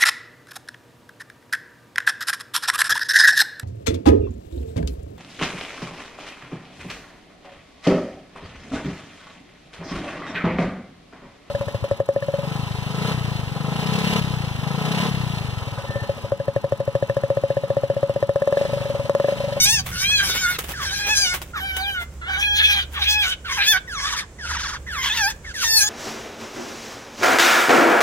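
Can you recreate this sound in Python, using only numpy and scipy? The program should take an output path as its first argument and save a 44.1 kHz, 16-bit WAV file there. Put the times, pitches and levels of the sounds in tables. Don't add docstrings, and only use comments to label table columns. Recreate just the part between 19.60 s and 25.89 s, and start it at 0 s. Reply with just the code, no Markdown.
import sys
import numpy as np
from scipy import signal
from scipy.fft import rfft, irfft, next_fast_len
from scipy.io import wavfile
from scipy.ndimage import uniform_filter1d, map_coordinates

SR = 44100
rng = np.random.default_rng(int(sys.argv[2]) if len(sys.argv) > 2 else 0)


def transcribe(signal):
    frames = np.atleast_2d(signal).T
    limited = np.clip(frames, -1, 1)
    pcm = np.round(limited * 32767).astype(np.int16)
    wavfile.write(sys.argv[1], SR, pcm)


N = 277389


def amp(db):
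    return 10 ** (np.asarray(db) / 20)


def unit(x):
    return x / np.sqrt(np.mean(x ** 2) + 1e-20)


def along(points, hz):
    f, v = np.transpose(points)
    return np.interp(np.log(hz + 1), np.log(f + 1), v)


def curves(rows):
    s, *cols = np.transpose(rows)
    return [np.interp(np.arange(N) / SR, s, c) for c in cols]


def wobble(rate):
    knots = rng.standard_normal(int(N * rate / SR) + 4)
    return map_coordinates(knots, [np.arange(N) * rate / SR])


def filtered(x, response):
    m = next_fast_len(N + SR // 2)
    return irfft(rfft(x, m) * response(np.fft.rfftfreq(m, 1 / SR)), m)[..., :N]


def below(hz, edge_hz, order):
    return 1 / (1 + (hz / edge_hz) ** order)


def noise(spectrum, apart_hz=1500):
    def mid_side(hz):
        turn = np.arccos(below(hz, apart_hz, order=2)) / 2
        return amp(along(spectrum, hz)) * [np.cos(turn), np.sin(turn)]

    mid, side = filtered(rng.standard_normal((2, N)), mid_side)
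    return unit(np.array([mid + side, mid - side]))


def squalls(edge_db=-0.5, blare_db=-0.5, body_db=-2.0, calm_sway_db=1.0, rough_sway_db=3.5):
    # frequency_hz, gain_db
    throat = [(350, -65), (600, -37.5), (811, -10.5), (1290, -8), (1610, 0.5), (2110, -5.5), (2520, -7.5),
              (2900, -7), (3370, -2.5), (4310, -13), (6230, -13), (7550, -24.5), (10200, -28), (15800, -38)]
    range_edges = [950, 2100, 4200, 11000]
    steady_above_hz = 1240

    pitch, rough, levels, ends_db, airflow = cries()
    pitch, rough, levels = with_surges(pitch, rough, levels)
    pitch, rough = with_whistles(pitch, rough)
    slide, beat_db = stutter()
    source = syrinx(pitch * slide, rough)
    tone = filtered(source, lambda hz: amp(along(throat, hz)) * (1 - below(hz, 435, order=12)))

    bottom, low, high, top = range_edges

    def three_bands(hz):
        return np.diff([0 * hz, below(hz, low, order=16), below(hz, high, order=16), 1 + 0 * hz], axis=0)

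    ranges = filtered(tone, three_bands)
    power = np.abs(uniform_filter1d(ranges ** 2, size=900, axis=1))
    ranges = ranges / np.sqrt(power + 0.00099 * power.mean(axis=1, keepdims=True))

    sway_db = calm_sway_db + rough_sway_db * rough * below(pitch, steady_above_hz, order=12)
    sway = sway_db * np.array([wobble(40) for _ in ranges])
    voice = np.sum(ranges * amp(sway + levels + [[body_db], [blare_db], [edge_db]]), axis=0)

    ends = filtered(voice, lambda hz: np.array([below(hz, bottom, order=14), 1 - below(hz, top, order=12)]))
    voice = voice + np.sum((amp(ends_db) - 1) * ends, axis=0)
    grit_db = 1.1 * rough * wobble(260)
    return airflow * voice * amp(beat_db + grit_db)


def cries():
    # start_s, end_s, pitch_hz, roughness (0-1), body_db,
    # blare_db, edge_db, beak_opening_s (time constant), fundamental_gain_db, fizz_gain_db
    rows = np.array([(0, 0.199, 771, .56, -30, -22.5, -19, 0.00067, 1, 5),
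                     (0.319, 0.961, 746.7, 0.55, -29, -28.5, -27.5, 0.034, -16, 5.5),
                     (1.134, 1.746, 792, 0.51, -27.5, -31, -27.5, 0.087, -5.5, 0),
                     (1.937, 2.432, 742.5, 0.3, -28, -34.5, -46, 0.022, 1.5, 16),
                     (2.616, 3.231, 823.4, 0.63, -30, -17.5, -35, 0.088, -2, 12),
                     (3.341, 3.733, 804.3, .7, -29.5, -16, -34.5, .065, -0.5, 11),
                     (3.849, 4.175, 805, .62, -24.5, -19.5, -29, .1, -4, 9.5),
                     (4.279, 4.628, 1120, 0.86, -27, -31, -28, 0.075, 0.5, -3),
                     (4.787, 5.166, 1290, .88, -30, -36, -33, 0.042, 3, -11),
                     (5.269, 5.714, 992, 0.82, -25.5, -28.5, -30.5, .1, 0, 6.5),
                     (5.845, 5.916, 1505, 0.39, -28.5, -30.5, -28.5, 0.072, -13, -8),
                     (5.943, 6.3, 939.5, .52, -26.5, -25, -20, 0.065, -4, 5)])
    shut = [7, 20.5, 21]
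    fade = [3.5, 6.5, 8.5]
    fade_s, sag_s, sag = 0.046, .05, 0.086
    attack_s, release_s = 0.0027, 0.0076

    t = np.arange(N) / SR
    current = np.searchsorted((rows[:-1, 1] + rows[1:, 0]) / 2, t)
    start, end, pitch, rough, body, blare, edge, opening, fundamental, fizz = rows[current].T
    age, left = np.maximum(t - start, 0), np.maximum(end - t, 0)
    levels = np.array([body, blare, edge])
    levels = levels - np.outer(shut, np.exp(-age / opening)) - np.outer(fade, np.exp(-left / fade_s))
    airflow = np.exp(np.minimum(t - start, 0) / attack_s + np.minimum(end - t, 0) / release_s)
    sagging = pitch * (1 - sag * np.exp(-left / sag_s))
    return sagging, rough, levels, np.array([fundamental, fizz]), airflow


def with_surges(pitch, rough, levels):
    # middle_s, length_s, pitch_hz,
    # roughness (0-1), body_lift_db, blare_lift_db, edge_lift_db
    surges = [(0.023, 0.073, 730, 0.11, -7.5, -3, 5.5), (0.136, 0.12, 912, 0.06, 2.5, -2, 3),
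              (0.529, .16, 848, 0, -5.5, 11, -1.5), (.62, 0.068, 790, 0.44, 9, 0, -2),
              (0.867, 0.11, 713.7, 0.26, 8, -4, -1), (1.448, 0.096, 818, 0.2, 1, 4, -2),
              (1.519, 0.059, 870, 0, 6, 9, 0.5), (1.612, .12, 807.4, 0.19, -1.5, 1.5, 9),
              (1.687, 0.093, 721.4, 0.14, 0.5, 6.5, 1), (2.064, 0.13, 780, 0.13, 1, 3, -0.5),
              (2.277, .16, 803, 0.07, 1, 0, -1.5), (2.401, 0.068, 705, 0.13, 3.5, 2.5, -12),
              (2.639, 0.081, 680.5, 0.34, 4, -13, -21.5), (2.746, 0.12, 764.5, 0.44, 9.5, -10.5, -7.5),
              (2.9, .14, 822, 0, 5.5, -2.5, -5), (3.06, 0.15, 826, 0.55, 2.5, 2, 3),
              (3.511, 0.079, 864, 0.35, 0.5, -1.5, 12.5), (3.576, .12, 847, 0.11, 1.5, -2, -2),
              (3.673, 0.082, 735.5, .6, 5, -4.5, 4), (4.103, 0.067, 885.3, 0, 4, 8, 12),
              (4.153, 0.036, 742, 0.23, 11, -8, 6.5), (5.463, 0.061, 1097, .9, 1, 4, 0),
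              (5.518, .047, 835, .4, 0, 9, -2), (5.646, 0.1, 787, 0.01, 7, 0, 7),
              (6.133, .12, 891.3, 0.06, 2.5, -9.5, 5), (6.225, 0.096, 810, 0.3, 1, -1.5, 5)]
    t = np.arange(N) / SR
    for middle, length, hz, surge_rough, *lift_db in surges:
        away = np.minimum((2 * (t - middle) / length) ** 2, 10)
        arch, plateau = np.exp(-away), np.exp(-away * away)
        pitch = pitch + arch * (hz - pitch)
        rough = rough + plateau * (surge_rough - rough)
        levels = levels + np.outer(lift_db, plateau)
    return pitch, rough, levels


def with_whistles(pitch, rough):
    # start_s, length_s, top_pitch_hz, roughness (0-1)
    whistles = [(1.134, .12, 1900, .65), (1.94, 0.061, 1412, 0.64), (3.341, .05, 1501, 1),
                (3.851, .13, 1511, .72), (4.275, .12, 2000, .15), (4.788, .062, 1990, .4),
                (5.275, .15, 2022, 0.34), (5.845, 0.072, 2203, .4), (5.942, .055, 1990, .45),
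                (6.001, .035, 1604, .45)]
    octaves_per_s, lowest_hz = 8.3, 1045
    break_s = .012

    t = np.arange(N) / SR
    for start, length, top_hz, whistle_rough in whistles:
        inside_s = np.minimum(t - start + break_s, start + length - t)
        share = np.clip(inside_s / break_s + .5, 0, 1)
        hz = np.maximum(top_hz * 2 ** (-octaves_per_s * np.maximum(t - start, 0)), lowest_hz)
        pitch = pitch + share * (hz - pitch)
        rough = rough + share * (whistle_rough - rough)
    return pitch, np.clip(rough, 0, 1)


def stutter(rate=21, fall=0.62, swell_db=5.0):
    # start_s, end_s, depth (0-1)
    trills = [(4.469, 4.64, .75), (4.877, 5.17, 1.0)]
    t, slide, beat = np.arange(N) / SR, np.zeros(N), np.zeros(N)
    for start, end, depth in trills:
        inside = depth * (t > start) * (t < end)
        turn = ((t - start) * rate + .13 * wobble(20)) % 1
        slide += inside * (.5 - turn)
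        beat += inside * (np.sin(np.pi * turn) - 2 / np.pi)
    return np.exp(fall * uniform_filter1d(slide, size=200)), swell_db * beat


def syrinx(pitch, rough, jitter=.05, tremor=0.005, shudder=0.38, split=0.21, doubling=0.33, rasp=0.74,
           flicker_db=5.0, purity=0.29, breakup=1.52):
    hz = pitch * (1 + tremor * wobble(90) + jitter * rough * wobble(330))
    hz = hz * (1 + .04 * rough * wobble(75))
    phase = 2 * np.pi * np.cumsum(hz) / SR

    rolloff = (purity + breakup * rough) * np.clip(np.log2(pitch / 880), 0, 1)
    stack = 0
    for k in np.arange(1, 21):
        size = amp(flicker_db * wobble(28)) * (k * hz < SR / 2) * k ** -rolloff
        smear = .45 * k * k
        stack = stack + size * np.cos(k * phase + smear) / np.pi

    uneven = split * np.cos(phase / 3 + wobble(60)) + doubling * np.cos(phase / 2 + wobble(25))
    stack = stack * (1 + rough * (shudder * wobble(520) + 2 * uneven))
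    pulsed = rng.standard_normal(N) * (1 + .5 * np.cos(phase))
    hiss = filtered(pulsed, lambda f: 1 - below(f, 1940, order=2))
    return stack + rasp * rough ** 0.56 * hiss


def chirp(jitter=0.0172):
    # time_s, pitch_hz, level_db (rms)
    path = [(2.19, 4920, -45), (2.215, 4430, -36), (2.26, 3210, -28), (2.3, 2980, -26.5)]
    hz, db = curves(path)
    t = np.arange(N) / SR
    phase = 2 * np.pi * np.cumsum(hz * (1 + jitter * wobble(500))) / SR
    sounding = (t > path[0][0]) * (t < path[-1][0])
    return sounding * amp(db) * np.sqrt(2) * np.sin(phase)


def at_microphones(x, toss_ms=0.017):
    # time_s, lead_ms
    leads = [(0, 0.086), (1.6, 0.097), (2.2, 0.18), (3.2, 0.17), (4.1, 0.098), (6.29, 0.091)]
    lead = (curves(leads)[0] + toss_ms * wobble(7)) * SR / 1000
    return np.array([map_coordinates(x, [np.arange(N) + side * lead / 2]) for side in (1, -1)])


def wings(rise_s=0.0016, slap_db=-5, thud_db=-7, grain_db=3):
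    # peak_s, slap_level_db, thud_level_db (relative to slap), t60_s
    strokes = [(0.263, -25.5, -22, 0.057), (0.632, -22, -16, 0.055), (0.696, -21.5, -7.5, 0.095),
               (0.988, -15.5, -13, 0.092), (1.042, -24.5, -7, 0.043), (1.087, -29, -21, 0.063),
               (1.74, -16.5, -16, 0.086), (1.818, -23, -13, 0.078), (2.167, -19, -12.5, 0.096)]
    # frequency_hz, gain_db
    feathers = [(290, -9.5), (500, -8.5), (1440, -6.5), (2560, -7), (3420, -7.5), (4240, -15), (11300, -14),
                (15800, -12.5)]
    # time_s, level_db
    scuffle = [(0, -39.5), (1.1, -37.5), (1.8, -34.5), (1.9, -51.5), (4.2, -50.5), (4.7, -76), (6.29, -44)]

    t, slap, thud = np.arange(N) / SR, np.zeros(N), np.zeros(N)
    for s, db, low_db, t60 in strokes:
        rise = np.exp(np.minimum(t - s, 0) / rise_s)
        decay = amp(-60 * np.maximum(t - s, 0) / t60)
        stroke = amp(db) * rise * decay
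        slap += stroke
        thud += stroke * amp(low_db)
    rustle = amp(curves(scuffle)[0]) * unit(amp(8.5 * wobble(25.16)))
    crackle = unit(noise(feathers) * amp(grain_db * wobble(700)))
    puff = noise([(60, -22), (150, -23), (400, 25), (700, -17), (1500, -40)])
    return (amp(slap_db) * slap + rustle) * crackle + amp(thud_db) * thud * puff


def aviary(x, tail_db=-21, count=5):
    # frequency_hz, t60_s
    walls = [(200, 0.069), (2000, 0.38), (12000, 0.026)]
    hz, t, z = signal.stft(rng.standard_normal((2, SR // 2)), SR, nperseg=256)
    decay = amp(-60 * t / along(walls, hz)[:, None])
    tail = signal.istft(z * decay, SR, nperseg=256)[1]
    late = signal.fftconvolve(x, tail / np.linalg.norm(tail[0]), axes=1)[:, :N]

    bright = filtered(x, lambda f: 1 - below(f, 580, order=2))

    def echo(ear):
        delay = SR * (rng.uniform(.001, .016) + .00004 * wobble(5))
        return np.interp(np.arange(N) - delay, np.arange(N), ear)

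    early = np.array([sum(echo(ear) for _ in range(count)) for ear in bright])
    early = amp(-5.5) * early / np.sqrt(count)
    return x + early + amp(tail_db) * late


def outdoors(drone_hz=71.1, drone_db=-1, rumble_db=-2, air_db=-42.5):
    # time_s, drone_level_db, rumble_level_db
    engine = [(0.0, -40.5, -31.5), (0.89, -41, -41), (2.6, -37.5, -47.5), (3.12, -33, -48.5),
              (3.35, -35, -49), (4.62, -54, -49.5), (4.92, -36, -44), (6.29, -50, -49.5)]
    # frequency_hz, gain_db
    air = [(20, -35), (36, -9.5), (51, 1), (68, -8.5), (190, -18.5), (530, -20.5), (830, -29),
           (1150, -29.5), (4200, -41), (7400, -33), (15800, -64)]
    drone, rumble = curves(engine)
    firing = np.sin(2 * np.pi * np.cumsum(drone_hz * (1 + 0.028 * wobble(13))) / SR)
    hum = amp(drone + drone_db) * unit(firing * amp(2.5 * wobble(12)))
    roll = amp(rumble + rumble_db) * noise([(50, -3), (90, 2.5), (170, 2.0), (260, -18.0), (600, -40)])
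    return (hum + roll + amp(air_db) * noise(air)) * amp([[-1], [1]])


def scene():
    birds = at_microphones(squalls() + chirp()) + wings()
    # frequency_hz, left_minus_right_db
    difference = [(1500, -2.6), (2600, .5), (3400, -.5), (4800, 3), (8000, 0), (11000, -3)]
    tilted = filtered(birds, lambda hz: amp(along(difference, hz) * np.array([[.5], [-.5]])))
    return aviary(tilted) + outdoors()


def record(dry, top_hz=15850):
    rounded = dry / (1 + (dry / .9) ** 6) ** (1 / 6)
    return filtered(rounded, lambda hz: hz < top_hz)


dry = scene()
out = record(dry)
transcribe(out)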